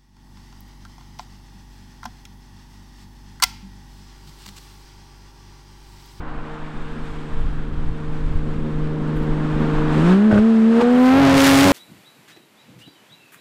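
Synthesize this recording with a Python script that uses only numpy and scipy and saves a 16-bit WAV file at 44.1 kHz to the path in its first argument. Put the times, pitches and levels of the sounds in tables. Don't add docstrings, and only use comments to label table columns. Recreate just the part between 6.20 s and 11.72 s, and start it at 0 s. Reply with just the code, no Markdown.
import sys
import numpy as np
from scipy import signal
from scipy.fft import rfft, irfft
from scipy.io import wavfile
from scipy.ndimage import uniform_filter1d

SR = 44100
rng = np.random.default_rng(int(sys.argv[2]) if len(sys.argv) > 2 else 0)


def transcribe(u):
    v = np.clip(np.atleast_2d(u).T, -1, 1)
    q = np.round(v * 32767).astype(np.int16)
    wavfile.write(sys.argv[1], SR, q)


def linear_from_db(decibels):
    return 10 ** (np.asarray(decibels, float) / 20)


N = 243431
THROTTLE_S = 3.91


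def rms_one(x):
    return x / np.sqrt(np.mean(x ** 2) + 1e-20)


def in_time(rows):
    s, *columns = np.transpose(rows)
    return [np.interp(np.arange(N) / SR, s, column) for column in columns]


def step(s, rise_s):
    return 0.5 + 0.5 * np.tanh((np.arange(N) / SR - s) / rise_s)


def bump(s, half_s):
    return np.exp(-0.5 * ((np.arange(N) / SR - s) / half_s) ** 2)


def drift(rate):
    pole = np.exp(-80 * np.pi * rate / SR)
    white = rng.standard_normal(N // 40 + 2002)
    slow = signal.lfilter([1], [1, -2 * pole, pole * pole], white)[2000:]
    return np.interp(np.arange(N) / 40, np.arange(len(slow)), rms_one(slow))


def coloured(spectrum):
    hz, level_db = np.transpose(spectrum)
    bins = np.fft.rfftfreq(N, 1 / SR) + 1e-3
    shape = linear_from_db(np.interp(np.log(bins), np.log(hz), level_db, left=-90, right=-90))
    return rms_one(irfft(rfft(rng.standard_normal(N)) * shape, N))


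def band(x, low_hz, high_hz):
    return signal.sosfilt(signal.butter(2, [low_hz, high_hz], "band", fs=SR, output="sos"), x)


def lines(turn, orders, levels_db, wobble_db, rate=5):
    out = 0
    for order, db in zip(orders, levels_db):
        height = np.sqrt(2) * linear_from_db(db + wobble_db * drift(rate))
        phase = rng.uniform(0, 2 * np.pi) + 0.091 * wobble_db * drift(rate)
        out = out + height * np.cos(order * turn + phase)
    return out


# time in seconds, peak in dB, half width in seconds.
GUST_ROWS = [(0.0, -25, .03), (0.15, -23, .07), (0.47, -22, .05), (0.57, -23, .04), (0.67, -26, .05),
             (0.83, -21, .06), (0.95, -24, .07), (1.17, -15, .06), (1.27, -18, .04), (1.39, -17, .06),
             (1.52, -21, .04), (1.66, -16, .09), (1.89, -21, .07), (2.09, -16, .09), (2.25, -18, .09),
             (2.36, -21, .05), (2.46, -21, .04), (2.6, -19, .05), (2.76, -20, .15), (3.0, -24, .06),
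             (3.13, -22, .05), (3.3, -21, .12), (3.63, -20, .1), (3.84, -29, .04), (4.16, -31, .06)]
# frequency in Hz, level in dB per Hz.
BUFFET_SPECTRUM = [(5, 8), (9, 12), (16, 6), (26, -4), (40, -11), (60, -17), (120, -27), (200, -42)]


def wind():
    air = coloured(BUFFET_SPECTRUM)
    air = air / np.sqrt(uniform_filter1d(air ** 2, size=5000) + 0.21)
    push = linear_from_db(-33 - 19 * step(3.93, 0.03))
    for s, peak_db, half_s in GUST_ROWS:
        push = push + linear_from_db(peak_db) * bump(s, 0.85 * half_s)
    return push * linear_from_db(6 + 2.2 * drift(6.7)) * air


# time in seconds, peak in dB, 60 dB decay in seconds.
RUSTLE_ROWS = [
    (0.7194, -56, 0.098),
    (1.1114, -58, 0.14),
    (1.1383, -60, 0.12),
    (1.1994, -46, 0.12),
    (1.2794, -56, 0.12),
    (1.3174, -50, 0.12),
    (2.9587, -40, 0.18),
    (3.0214, -44, 0.13),
    (3.3907, -42, 0.086),
]


def rustles():
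    envelope, t = np.zeros(N), np.arange(N) / SR
    for s, peak_db, t60 in RUSTLE_ROWS:
        decay_db = -60 * np.abs(t - s) / max(t60, 0.01)
        envelope += step(s + 0.004, 0.005) * linear_from_db(peak_db - 15 + decay_db)
    return envelope * rms_one(band(rng.standard_normal(N), 6500, 15000))


# time in seconds, half width in seconds, harshness in dB, tone change in
# dB.
JOLT_ROWS = [
    (3.91, 0.036, 5, 2.3),
    (4.118, 0.0044, 5.5, -11.5),
    (4.15, 0.014, 5.5, -1.5),
    (4.184, 0.0094, 5, 0),
    (4.59, 0.044, 4.5, -1.5),
    (4.615, 0.0075, 7.5, -15),
]


def jolts():
    out = 0
    for s, half_s, harsh_db, tone_db in JOLT_ROWS:
        out = out + bump(s, half_s) * np.array([[harsh_db], [tone_db]])
    return out


# time in seconds, level in dB, brightness in dB per octave.
ROAD_COURSE = [(0.03, 0, -3), (0.35, 0.5, -1), (0.9, -2, 1.3), (1.5, -3.5, 0.3), (2.1, -2.5, 0.9),
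               (2.7, -1, 0), (3.66, 9.5, -1), (3.8, 10, 1.1), (4.0, 6.5, 0.16), (4.42, 5, 1.05),
               (4.56, 6.5, 0.84), (4.8, 13, 0.3)]
# frequency in Hz, level in dB per Hz.
ROAR_SPECTRUM = [(350, -19.5), (600, -5.5), (740, -2.5), (1000, -1), (1300, -2.5), (1650, -5),
                 (2000, -10.5), (3000, -15.5), (3600, -18.5), (4000, -21), (6000, -31), (8500, -32),
                 (9500, -40.5), (15500, -54)]


def road(turn):
    (level_db, tilt_db), harsh_db = in_time(ROAD_COURSE), jolts()[0]
    tilt_db = tilt_db + 0.03 * harsh_db
    noise, shared = [coloured(ROAR_SPECTRUM), coloured(ROAR_SPECTRUM)], drift(7)
    edges_hz = 500 * 2 ** np.arange(0, 5.1, 1 / 3)
    out = 0
    for k, (low, high) in enumerate(zip(edges_hz, edges_hz[1:])):
        gain_db = level_db + tilt_db * np.log2(np.sqrt(low * high) / 1300)
        out = out + band(noise[k % 2], low, high) * linear_from_db(gain_db + 0.59 * shared + 0.67 * drift(43))
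    return linear_from_db(-39.5 + harsh_db + 0.53 * np.cos(turn) + 0.32 * drift(150)) * out


# multiple of the firing rate, level in dB.
GEAR_LINES = [(21, -68), (21.5, -70), (23.5, -70), (23.8, -70)]


def whine(turn):
    audible = step(0.35, 0.1) - step(THROTTLE_S, 0.04)
    level = linear_from_db(0.6 * in_time(ROAD_COURSE)[0] + 0.5)
    return lines(turn, *np.transpose(GEAR_LINES), wobble_db=2.5, rate=20) * level * audible


# time in seconds, crack in dB, thud in dB.
POPS = [
    (4.112, -10, -16),
    (4.1267, -10.5, 1.5),
    (4.1352, -20, -1.5),
    (4.1548, -18, -1),
    (4.163, -23, -27),
    (4.1784, -6, -7),
    (4.1878, -30, -3),
]


def misfires():
    s, crack_db, thud_db = np.transpose(POPS)
    out, at = np.zeros(N), (s * SR).astype(int)
    modes = [(1520, 0.024, crack_db - 7), (547, 0.019, thud_db - 9.5), (110, 0.033, thud_db - 9.5)]
    for hz, t60, level_db in modes:
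        clicks = np.full(N, 1e-18)
        clicks[at] = -linear_from_db(level_db)
        r, w = linear_from_db(-60 / (t60 * SR)), 2 * np.pi * hz / SR
        out += signal.lfilter([0, np.sin(w)], [1, -2 * r * np.cos(w), r * r], clicks)
    return signal.lfilter(*signal.butter(1, 2500, fs=SR), out)


# time in seconds, rasp and churn in dB against the firing tone.
TAIL_COURSE = [(4.6, -56, -46.5), (4.86, -18.5, -35.5), (5.04, -30, -13.5), (5.17, -15, -15.5),
               (5.25, -7, -19), (5.33, -7, -12), (5.41, -10, -17), (5.49, -17.5, -17)]
LOPE_LEVELS = [-3.5, 1, -1.5, -5, -4]
LIFT_CHANGES = [12.5, -3.5, 11.5, 4.5, -1.5]
# frequency in Hz, level in dB per Hz.
WAKE_SPECTRUM = [(10, -0.5), (30, -9.5), (90, -11), (250, -13), (700, -8), (1500, -38)]
# frequency in Hz, level in dB per Hz.
RASP_SPECTRUM = [(60, -11), (300, -19.5), (800, 8), (2000, 11.5), (4000, -2), (8000, -15), (15000, -39)]
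# time in seconds, share of the firing tone's height.
BOW_WAVE = [(4.75, 0), (5.01, .3), (5.05, .1), (5.135, .62), (5.185, -.33), (5.26, -.2), (5.31, .22),
            (5.44, -.08), (5.5, .2)]


def tailpipe(turn):
    rasp_db, churn_db = in_time(TAIL_COURSE)
    lifted = step(5.43, 0.026)
    lope_db = [churn_db + db + lift_db * lifted for db, lift_db in zip(LOPE_LEVELS, LIFT_CHANGES)]
    lope = lines(turn, [1 / 3, 1 / 2, 2 / 3, 4 / 3, 3 / 2], lope_db, wobble_db=2.5, rate=28)
    churn = linear_from_db(churn_db + 1.5) * coloured(WAKE_SPECTRUM)
    puffs = linear_from_db(3 * np.cos(turn - 0.8) + 1.0 * drift(60))
    rasp = linear_from_db(rasp_db) * rms_one(puffs * coloured(RASP_SPECTRUM))
    return lope + churn + rasp + np.sqrt(2) * in_time(BOW_WAVE)[0]


# time in seconds, firing tone in dB, pulse edge in dB against
# the tone, uneven growl in dB.
ENGINE_COURSE = [(0.1, -40, -2.5, -49.5), (0.7, -37.5, -7, -48), (1.99, -31, -9, -45),
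                 (2.85, -24.5, -8, -37), (3.7, -21.5, -4, -35), (3.78, -18, -7, -32),
                 (3.87, -14.5, -7.5, -34.5), (4.06, -12.5, -16, -38), (4.3, -11.5, -13.5, -40),
                 (4.42, -11.5, -16, -38.5), (4.58, -12, -8.5, -40), (4.65, -15, -5, -40),
                 (4.77, -12, -10, -36.5), (4.98, 0.5, -8, -20.5), (5.05, 5.5, -16.5, -38),
                 (5.17, 6, -7, -31.5), (5.36, 7.5, -13.5, -28.5), (5.48, 11, -3.5, -29)]
# time in seconds, gain of the upper multiples in dB.
BITE_COURSE = [(3.76, -5), (3.86, 4), (4.04, 4), (4.1, -5)]
BANK_LEVELS = [-11, 2, -6.5, -11, -25]
CYLINDER_LEVELS = [-13, -29.5, -4.5, 0.5, -6.5, -6.5, -13, -16]
SIXTH_LEVELS = [4, -13.5, -26, -5, -36.5, -9.5, -11, -31]
UPPER_LEVELS = [-10, -14, -12, -15, -19]
# frequency in Hz, level in dB per Hz.
RUMBLE_SPECTRUM = [(40, -35), (90, -5.5), (220, 18), (400, -8), (600, -1), (900, -28.5)]


def exhaust(turn):
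    (tone_db, edge_db, growl_db), (harsh_db, choke_db) = in_time(ENGINE_COURSE), jolts()
    tone, cylinder = linear_from_db(tone_db + choke_db), linear_from_db(growl_db + harsh_db)

    late_harsh_db = np.roll(harsh_db, int(0.021 * SR))
    second = linear_from_db(tone_db + edge_db + 0.64 * late_harsh_db + 0.72 * drift(15))
    slip = 1.87 * (step(4.616, 0.005) - step(4.88, 0.061))
    first_line = tone * linear_from_db(0.65 * drift(6)) * np.cos(turn)
    second_line = second * np.cos(2 * turn + 2.12 + slip + 0.76 * drift(2.24))
    firing = np.sqrt(2) * (first_line + second_line)

    shift = step(4.095, 0.013) - step(4.188, 0.008)
    third = cylinder * linear_from_db(-2.5 + 9 * shift)
    third = third + linear_from_db(tone_db + 2 * edge_db - 6.5 + 6 * step(5.7, 0.04))
    square = np.sqrt(2) * linear_from_db(2.7 * drift(5)) * np.cos(3 * turn + 3.4 + 0.22 * drift(8.2))
    bite = linear_from_db(in_time(BITE_COURSE)[0])
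    upper = square + bite * lines(turn, range(4, 9), UPPER_LEVELS, wobble_db=3.0)

    bank_db = 0.24 - 11 * step(THROTTLE_S, 0.057) + 14 * shift
    bank = cylinder * linear_from_db(bank_db + 4.24 * drift(8.9))
    halves = lines(turn, np.arange(5) + 0.5, BANK_LEVELS, wobble_db=0.0)
    thirds = lines(turn, [k / 3 for k in range(12) if k % 3], CYLINDER_LEVELS, wobble_db=2.1)
    sixths = lines(turn, [k / 6 for k in range(1, 24, 2) if k % 3], SIXTH_LEVELS, wobble_db=3.1)
    sixths = linear_from_db(-15 * step(THROTTLE_S, 0.04)) * sixths
    rumble = linear_from_db(2.5 + 1.52 * drift(21)) * coloured(RUMBLE_SPECTRUM)
    growl = bank * halves + cylinder * (thirds + sixths + rumble)
    return firing + third * upper + growl + tone * tailpipe(turn)


# time in seconds, firings per second.
FIRING_RATE = [(0.15, 154.5), (1.2, 152.0), (2.85, 153.7), (3.77, 153.0), (3.81, 157.1), (3.92, 185.5),
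               (4.07, 218.5), (4.17, 204.8), (4.25, 224.8), (4.3, 226.0), (4.41, 221.0), (4.57, 231.1),
               (4.66, 241.5), (4.9, 258.5), (4.99, 275.6), (5.1, 271.6), (5.38, 273.0), (5.44, 279.5)]


def scene():
    turn = 2 * np.pi * np.cumsum(in_time(FIRING_RATE)[0]) / SR
    return (wind() + rustles() + road(turn) + whine(turn) + misfires() + exhaust(turn))[None]


def roll_off(x):
    return signal.sosfilt(signal.butter(12, 15760, fs=SR, output="sos"), x)


# time in seconds, level in dB.
CEILING_COURSE = [(4.0, 3), (4.45, 8), (4.72, -7), (4.86, -10), (5.05, -11), (5.52, -11)]
# frequency in Hz, level in dB per Hz.
RAIL_SPECTRUM = [(100, 4), (400, -6), (1500, -30), (5000, -26), (15000, -25)]


def record(dry):
    top = linear_from_db(in_time(CEILING_COURSE)[0]) * (1 + 0.04 * coloured(RAIL_SPECTRUM))
    knee = 12
    passed = dry / (1 + np.abs(dry / top) ** knee) ** (1 / knee)
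    passed = passed * np.minimum(np.arange(N) / SR / 0.004, 1)
    tilted = signal.lfilter(*signal.butter(1, 35, "high", fs=SR), passed)
    mix = signal.sosfiltfilt(signal.cheby2(10, 30, 16150, fs=SR, output="sos"), tilted)
    return roll_off(mix)


dry = scene()
out = record(dry)
transcribe(out)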